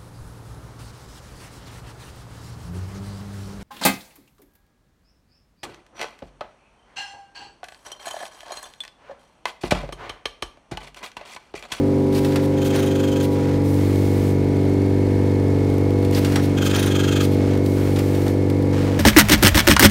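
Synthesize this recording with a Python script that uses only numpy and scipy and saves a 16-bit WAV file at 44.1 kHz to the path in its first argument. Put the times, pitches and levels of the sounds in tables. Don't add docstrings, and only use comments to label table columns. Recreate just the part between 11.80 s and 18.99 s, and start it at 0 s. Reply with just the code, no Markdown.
import sys
import numpy as np
from scipy import signal
from scipy.fft import rfft, irfft, next_fast_len
from scipy.io import wavfile
from scipy.ndimage import map_coordinates

SR = 44100
rng = np.random.default_rng(int(sys.argv[2]) if len(sys.argv) > 2 else 0)


def persist_wave(psi):
    counts = np.round(np.clip(psi, -1, 1) * 32767).astype(np.int16)
    wavfile.write(sys.argv[1], SR, np.atleast_2d(counts).T)


N = 317079
SHAFT_HZ = 24.143

# (start [s], jaws gain [dB], air gain [dB], film gain [dB], screw gain [dB],
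# screw tilt [dB/octave], squeak pitch [Hz])
CYCLES = [(.324, -3.5, -3.5, -3, -7.5, 1, 1584), (4.324, 0, -0.5, -0.5, 0, -0.05, 1620)]
# (frequency [Hz], density [dB])
JET_SPECTRUM = [(1000, -2), (2500, 7.5), (4200, 7), (7000, 0.5), (12000, 2.5), (15500, -3)]
# (frequency [Hz], density [dB])
CRACK_SPECTRUM = [(600, -12), (1800, 6.5), (4000, 4), (6000, -3), (9000, -3.5), (15500, -11)]


def pump(shaft_rad, below_db, above_db, waver_db):
    # (shaft order, level [dB])
    orders_below = [(1, -43), (2, -27.5), (3, -35), (4, -5), (5, -36), (6, -2), (7, -28.5), (8, -12),
                    (9, -12.5), (10, -3.5), (11, -16.5), (12, 1.5), (13, -13), (14, -19), (15, -24.5),
                    (16, 2.5), (17, -18.5), (18, -15.5), (19, -38), (20, -14), (21, -20.5), (22, -6),
                    (23, -26), (24, -22), (25, -35), (26, -25), (27, -25), (28, -22.5), (29, -37),
                    (30, -25), (31, -41), (32, -48), (33, -47), (34, -17.5), (35, -26), (36, -34.5),
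                    (37, -40), (38, -28), (39, -30.5), (40, -19)]
    orders_above = [(1, -33), (2, -18.5), (3, -29.5), (4, 1.5), (5, -22.5), (6, -5), (7, -24), (8, -9),
                    (9, -19.5), (10, -7.5), (11, -10), (12, -1.5), (13, -21.5), (14, -7), (15, -15),
                    (16, -5.5), (17, -35.5), (18, -9), (19, -48), (20, -10.5), (21, -16.5), (22, -26),
                    (23, -24.5), (24, -19), (25, -36.5), (26, -24), (27, -25.5), (28, -22.5), (29, -44),
                    (30, -28), (31, -36), (32, -29.5), (33, -37.5), (34, -24), (35, -41), (36, -28.5),
                    (37, -27), (38, -48), (39, -41), (40, -29)]
    stroke, knock = (.0043, .009), (.0011, .069)  # (delay [s], treble lag [s/kHz])
    boom_hz, boom_width_hz = 142.6, 5.1
    smear_from_hz, smear_s_per_khz = 500, 0.0451
    node_hz, node_width_hz = 389.4, 25
    antinode_hz, antinode_width_hz, antinode_db = 480, 28, 7
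    risen, out = mic_height(), np.zeros(N)
    for (order, low_db), (_, high_db) in zip(orders_below[1:], orders_above[1:]):
        order = round(order)
        hz = order * SHAFT_HZ
        delay_s, lag_s_per_khz = knock if order % 2 else stroke
        lag_rad = 2 * np.pi * hz * delay_s + np.pi * lag_s_per_khz * hz ** 2 / 1000
        lag_rad += 2 * np.arctan2(hz * boom_width_hz, boom_hz ** 2 - hz ** 2)
        lag_rad += np.pi * smear_s_per_khz * max(hz - smear_from_hz, 0) ** 2 / 1000
        share = np.clip(risen * (1 + 49.6 / hz), 0, 1)
        sign = -1 if abs(hz - node_hz) < node_width_hz else 1
        gain = sign * (1 - share) * amp(low_db + below_db) + share * amp(high_db + above_db)
        gain *= amp(antinode_db * np.sin(np.pi * share) * bell(hz - antinode_hz, antinode_width_hz))
        gain *= amp(waver_db * np.sqrt(order) * wobble(3.06))
        out += gain * np.sqrt(2) * np.cos(order * shaft_rad - lag_rad)
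    return out


def dosing(pivot_hz):
    out = np.zeros(N)
    for start_s, *_, screw_db, tilt_db, squeak_hz in CYCLES:
        turns = screw_turns(start_s, count=16)
        dose = scrapes(turns, width_s=0.0083, rough_db=1.5, rasp_db=-7, drag_db=-18, gain_db=-3.5)
        dose += squeaks(turns, squeak_hz, width_s=0.0093, gain_db=-3.0)
        out += filtered(dose, lambda hz: amp(screw_db + tilt_db * np.log2(np.maximum(hz / pivot_hz, .5))))
        out += amp(screw_db) * strikes(start_s + .636, count=4, gap_s=.0335, first_db=-26, loss_db=1.5)
    return out


def screw_turns(start_s, count):
    first_s, turn_s, bounce_s = .459, .0419, 0.73
    times_s = first_s + turn_s * np.arange(count)
    run_up_db = 4 * np.exp(-(times_s - first_s) / 0.028)
    relief_db = 2 * bell(times_s - bounce_s, 0.041)
    levels_db = -24 - run_up_db - relief_db + .4 * rng.standard_normal(count)
    return list(zip(start_s + times_s, levels_db))


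def scrapes(turns, width_s, rough_db, rasp_db, drag_db, gain_db):
    # (frequency [Hz], width [Hz], level [dB])
    tube_modes = [(1240, 125, -1), (1550, 210, -3), (2530, 150, -1.5), (3170, 250, -3.5), (3540, 160, -3),
                  (4230, 300, -10), (4900, 200, -13), (6300, 1040, -11.5), (7180, 610, -10),
                  (8300, 580, -17), (11100, 670, -24.5), (13000, 730, -22), (15000, 400, -23)]

    def tube(hz):
        return sum((-1) ** k * amp(db) * 1j * hz * band_hz / (mode_hz ** 2 - hz ** 2 + 1j * hz * band_hz)
                   for k, (mode_hz, band_hz, db) in enumerate(tube_modes))

    t = clock()
    swell = lambda span_s: sum(amp(db) * bell(t - at_s, span_s) for at_s, db in turns)
    pressure = swell(width_s) + amp(drag_db) * swell(0.018)
    slips = grains(5000) * amp(rough_db * wobble(220))
    return amp(gain_db) * pressure * (unit(filtered(slips, tube)) + amp(rasp_db) * noise(CRACK_SPECTRUM))


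def squeaks(turns, pitch_hz, width_s, gain_db):
    # (harmonic, level [dB])
    harmonics = [(1, -5.5), (2, -1.5), (3, -21), (4, -12.5), (8, -22)]
    scatter, arch, sag_per_s, jitter = 0.01205, .03, 1.6, 0.0085
    out, t = np.zeros(N), np.arange(-SR // 25, SR // 25) / SR
    unsteady, pressure = wobble(500), bell(t, width_s)
    for at_s, turn_db in turns:
        bend = scatter * rng.standard_normal() + arch * (pressure - 1) - sag_per_s * t
        hz = pitch_hz * (1 + bend + jitter * unsteady[round(at_s * SR):][:len(t)])
        phase = 2 * np.pi * np.cumsum(hz) / SR
        tone = sum(amp(db + rng.normal(0, 1.4)) * np.sin(round(k) * phase) for k, db in harmonics)
        add(out, at_s + t[0], amp(turn_db + gain_db) * pressure * tone)
    return out


def strikes(first_s, count, gap_s, first_db, loss_db):
    # (frequency [Hz], level [dB], t60 [s])
    steel_modes = [(3830, 2.5, 0.054), (5566, -8, 0.15), (6100, -7, .2), (9270, 3.5, 0.04),
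                   (10620, -2, 0.075), (11800, -7, .04), (12871, -10, .1), (13800, -1, .05),
                   (15100, -5, .05)]
    out, t = np.zeros(N), np.arange(SR // 4) / SR
    attack = 1 - np.exp(-t / 0.00087)
    for k in range(count):
        add(out, first_s + gap_s * k, amp(first_db - loss_db * k) * attack * ring(steel_modes, t, blur=19))
    return out


def clacks(attack_s, thud_t60_s, ring_db):
    # (time in cycle [s], level [dB], crack t60 [s], relative thud [dB])
    jaw_blows = [(0, -40, .07, -13), (.026, -36, .085, -16), (.049, -42, .075, -5),
                 (.122, -28.5, 0.089, -16), (.196, -35, .06, -1), (.2335, -23.5, .062, -2),
                 (.634, -28.5, .05, -6)]
    # (time [s], level [dB], relative thud [dB])
    knocks = [(4.225, -40, -5), (4.248, -37.5, -10), (5.735, -40, -5), (6.16, -33, -15), (6.187, -34, -6),
              (6.348, -35, -10), (6.418, -39, -7), (6.464, -37, 2), (6.699, -37.5, -3)]
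    # (frequency [Hz], level [dB], t60 before extra damping [s])
    jaw_modes = [(1364, -4, 0.29), (1830, -4, 0.077), (2780, -20, .2), (3820, -4, 0.26), (4500, -8, .12),
                 (5200, -31, 0.085), (5650, 0.5, 0.16)]
    # (frequency [Hz], density [dB])
    frame_spectrum = [(150, -36), (550, 8), (1200, 7), (2000, 5), (3000, -53), (8000, -33)]
    damping_t60_s, knock_t60_s = 0.14, .05
    out, t = np.zeros(N), np.arange(SR // 4) / SR
    crack_noise, thud_noise = noise(CRACK_SPECTRUM), noise(frame_spectrum)
    blows = [(start_s + at_s, db + jaws_db, t60_s, thud_db, ring_db)
             for start_s, jaws_db, *_ in CYCLES for at_s, db, t60_s, thud_db in jaw_blows]
    blows += [(at_s, db, knock_t60_s, thud_db, ring_db - 11) for at_s, db, thud_db in knocks]
    attack, thud_attack = 1 - np.exp(-t / attack_s), 1 - np.exp(-t / 0.0022)
    for at_s, db, t60_s, thud_db, steel_db in blows:
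        offset = rng.integers(N - len(t))
        crack = crack_noise[offset:][:len(t)] * amp(-60 * t / t60_s)
        steel = amp(steel_db - 60 * t / damping_t60_s) * ring(jaw_modes, t, blur=10)
        thud = thud_noise[offset:][:len(t)] * amp(thud_db - 60 * t / thud_t60_s) * thud_attack
        add(out, at_s, amp(db + 5.5) * attack * (crack + steel + thud))
    return out


def piston_chirps(peak_s, db_per_jaws_db):
    # (time in cycle [s], level [dB], frequency [Hz])
    chirps = [(0.0232, -28.5, 4720), (0.639, -29.5, 4350)]
    out, t = np.zeros(N), np.arange(SR // 20) / SR
    envelope = t / peak_s * np.exp(1 - t / peak_s)
    for start_s, jaws_db, *_ in CYCLES:
        for at_s, db, hz in chirps:
            gain = amp(db + 6.5 + db_per_jaws_db * jaws_db)
            add(out, start_s + at_s, gain * envelope * ring([(hz, 0, .2)], t, blur=56))
    return out


def valves(nozzle_open_s, nozzle_shut_s, nozzle_db):
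    # (start in cycle [s], end in cycle [s], level [dB])
    exhausts = [(0, .03, -36), (0.027, 0.071, -31), (.08, .225, -39.5), (0.298, .338, -37),
                (0.52, .561, -31), (1.10, 1.133, -30.5), (1.19, 1.225, -39)]
    # (frequency [Hz], density [dB])
    nozzle_spectrum = [(1000, -15), (2500, -0.5), (4200, 2.5), (7000, 0.5), (12000, 1.5), (15500, -3)]
    puffs = [(start_s + on_s, start_s + off_s, db + air_db)
             for start_s, _, air_db, *_ in CYCLES for on_s, off_s, db in exhausts]
    blows = [(start_s + nozzle_open_s, start_s + nozzle_shut_s, nozzle_db) for start_s, *_ in CYCLES]
    puffing = noise(JET_SPECTRUM) * gates(puffs, rise_s=0.014, fall_s=0.0028)
    hiss = noise(nozzle_spectrum) * gates(blows, rise_s=0.025, fall_s=0.023)
    return puffing + hiss


def film_rubs(rough_db):
    # (start in cycle [s], end in cycle [s], level [dB])
    strokes = [(0.038, 0.06, -27), (0.103, 0.283, -34.5), (0.28, 0.468, -39.5), (0.602, 0.683, -27.5),
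               (0.695, 0.77, -31), (1.227, 1.445, -35), (1.637, 1.81, -36.5), (1.89, 2.175, -39.5)]
    # (start [s], end [s], level [dB])
    rustles = [(6.16, 6.205, -32.5), (6.926, 7.1, -32), (7.105, 7.25, -35)]
    # (frequency [Hz], density [dB])
    film_spectrum = [(200, 3.5), (550, 3), (1000, 0.5), (2000, -2.5), (3500, -8.5), (6000, -13),
                     (9000, -19.5), (15500, -26)]
    rubs = [(start_s + on_s, start_s + off_s, db + film_db)
            for start_s, _, _, film_db, *_ in CYCLES for on_s, off_s, db in strokes]
    slips = grains(3500) * amp(rough_db * wobble(110))
    return coloured(slips, film_spectrum) * gates(rubs + rustles, rise_s=0.009, fall_s=0.011)


def dry_ticks(t60_s):
    # (time [s], level [dB])
    ticks = [(1.942, -32), (2.158, -32), (3.9, -34), (3.941, -36), (3.982, -32.5), (4.106, -35),
             (4.188, -37), (4.249, -34), (4.311, -28), (5.776, -34), (5.862, -29), (6.192, -24),
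             (6.481, -26), (6.7, -32), (6.824, -35)]
    out, t = np.zeros(N), np.arange(SR // 20) / SR
    bright = noise(JET_SPECTRUM)
    for at_s, db in ticks:
        add(out, at_s, amp(db - 60 * t / t60_s) * bright[rng.integers(N - len(t)):][:len(t)])
    return out


def motor_whine(singing_db, shaded_db):
    # (frequency [Hz], level [dB])
    partials = [(1739, -56), (2180, -49), (4360, -61.5)]
    # (frequency [Hz], density [dB])
    housing_spectrum = [(1750, -28), (2050, -2), (2200, -9), (2330, -4), (2600, -16), (4000, -70)]
    t = clock()
    tones = sum(amp(db + 4.5 + 0.71 * wobble(3.9)) * np.cos(2 * np.pi * hz * t + 0.19 * wobble(25))
                for hz, db in partials)
    return amp(shaded_db * (1 - mic_height()) ** 2) * (tones + amp(singing_db) * noise(housing_spectrum))


def shaft_buzz(shaft_rad, gain_db, waver_db):
    # (frequency [Hz], level [dB])
    buzz_spectrum = [(900, -59), (1200, -62), (1500, -66.5), (1800, -65), (2200, -64), (2800, -84),
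                     (4000, -100)]
    out = np.zeros(N)
    for order in range(41, 130):
        level_db = gain_db + db_at(buzz_spectrum, order * SHAFT_HZ) + waver_db * wobble(1.49)
        out += amp(level_db) * np.cos(order * shaft_rad + rng.uniform(0, 2 * np.pi))
    return np.sqrt(2) * out


def hall(shaft_rad, fan_db, flutter_db, tick_db, shaded_db):
    # (frequency [Hz], density [dB])
    hall_spectrum = [(20, -20), (45, 2.5), (120, 3), (400, -1), (600, -5.5), (1000, -14), (1500, -19.5),
                     (2200, -18.5), (2900, -23), (4400, -23.5), (7500, -30), (11500, -32.5), (15500, -42)]
    beat = np.cos(shaft_rad + 1.3) + 1.9 * np.cos(2 * shaft_rad + 0.75)
    fans = noise(hall_spectrum) * amp(fan_db + flutter_db * beat + 0.5 * wobble(7.0))
    ticking = coloured(grains(900) * amp(2 * beat), CRACK_SPECTRUM)
    return (fans + amp(tick_db) * ticking) * amp(shaded_db * (1 - mic_height()))


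def room(x, t60_s):
    t = np.arange(SR // 2) / SR
    tail = rng.standard_normal(len(t)) * amp(-60 * t / t60_s) * (t > .006)
    return signal.fftconvolve(x, tail / np.linalg.norm(tail))[:N]


def mic_height():
    # (time [s], height [0..1])
    path = [(0, 0.17), (.45, 0.17), (1.1, .16), (1.55, .27), (1.87, 0.52), (2.2, 1), (3.6, 0.83),
            (6.1, 0.83), (6.7, 0.77), (7.1, 0.6)]
    return np.clip(np.interp(clock(), *np.transpose(path)), 0, 1)


def ring(modes, t, blur):
    out = np.zeros(len(t))
    for hz, db, t60_s in modes:
        envelope = amp(db + rng.normal(0, 1.6) - 60 * t / t60_s)
        drift_rad = blur * np.cumsum(rng.standard_normal(len(t))) / np.sqrt(SR)
        out += envelope * np.sin(2 * np.pi * hz * t + drift_rad + rng.uniform(0, 2 * np.pi))
    return out


def gates(spans, rise_s, fall_s):
    t, power = clock(), np.zeros(N)
    for start_s, end_s, db in spans:
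        onset = np.clip((t - start_s) / rise_s + .5, 0, 1)
        release = np.exp(-np.clip((t - end_s) / fall_s, 0, 20))
        power += (amp(db) * onset * release) ** 2
    return np.sqrt(power)


def grains(rate_hz):
    return unit((rng.random(N) < rate_hz / SR) * rng.standard_normal(N))


def noise(spectrum):
    return coloured(rng.standard_normal(N), spectrum)


def coloured(x, spectrum):
    return unit(filtered(x, lambda hz: amp(db_at(spectrum, hz))))


def filtered(x, response):
    size = next_fast_len(N + SR // 2)
    return irfft(rfft(x, size) * response(np.fft.rfftfreq(size, 1 / SR)), size)[:N]


def wobble(rate_hz):
    coarse_s = clock()[::64]
    knots = rng.standard_normal(int(coarse_s[-1] * rate_hz) + 4)
    return np.interp(clock(), coarse_s, map_coordinates(knots, [coarse_s * rate_hz]))


def db_at(spectrum, hz):
    points_hz, points_db = np.transpose(spectrum)
    return np.interp(np.log(hz + 1), np.log(points_hz), points_db)


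def bell(x, width):
    return np.exp(-np.minimum((x / width) ** 2, 50) / 2)


def add(track, at_s, sound):
    part = track[round(at_s * SR):][:len(sound)]
    part += sound[:len(part)]


def amp(db):
    return 10 ** (np.asarray(db) / 20)


def unit(x):
    return x / np.sqrt(np.mean(x ** 2) + 1e-20)


def clock():
    return np.arange(N) / SR


def scene():
    shaft_rad = 2 * np.pi * SHAFT_HZ * clock() + 0.012 * wobble(2.95) + 0.0015 * wobble(40)
    drone = pump(shaft_rad, below_db=-23.0, above_db=-21, waver_db=0.4)
    motor = shaft_buzz(shaft_rad, gain_db=-2.0, waver_db=4.5) + motor_whine(singing_db=-53.5, shaded_db=-15)
    cycle = clacks(attack_s=0.00076, thud_t60_s=0.12, ring_db=-9.0)
    cycle += piston_chirps(peak_s=0.002, db_per_jaws_db=1.8)
    cycle += valves(nozzle_open_s=1.518, nozzle_shut_s=2.186, nozzle_db=-43.5)
    cycle += film_rubs(rough_db=-1.0) + dry_ticks(t60_s=0.017)
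    cycle += dosing(pivot_hz=3200)
    fans = hall(shaft_rad, fan_db=-31.5, flutter_db=0.47, tick_db=-53, shaded_db=-1.3)
    return (drone + motor + fans + cycle + amp(-9.5) * room(cycle, t60_s=0.35))[None]


def record(dry):
    # (frequency [Hz], gain [dB])
    port = [(9700, -1.5), (10400, -5.5), (11100, -2)]
    top_hz = 15750
    return filtered(dry[0], lambda hz: amp(db_at(port, hz)) * (hz < top_hz))[None]


dry = scene()
out = record(dry)
persist_wave(out)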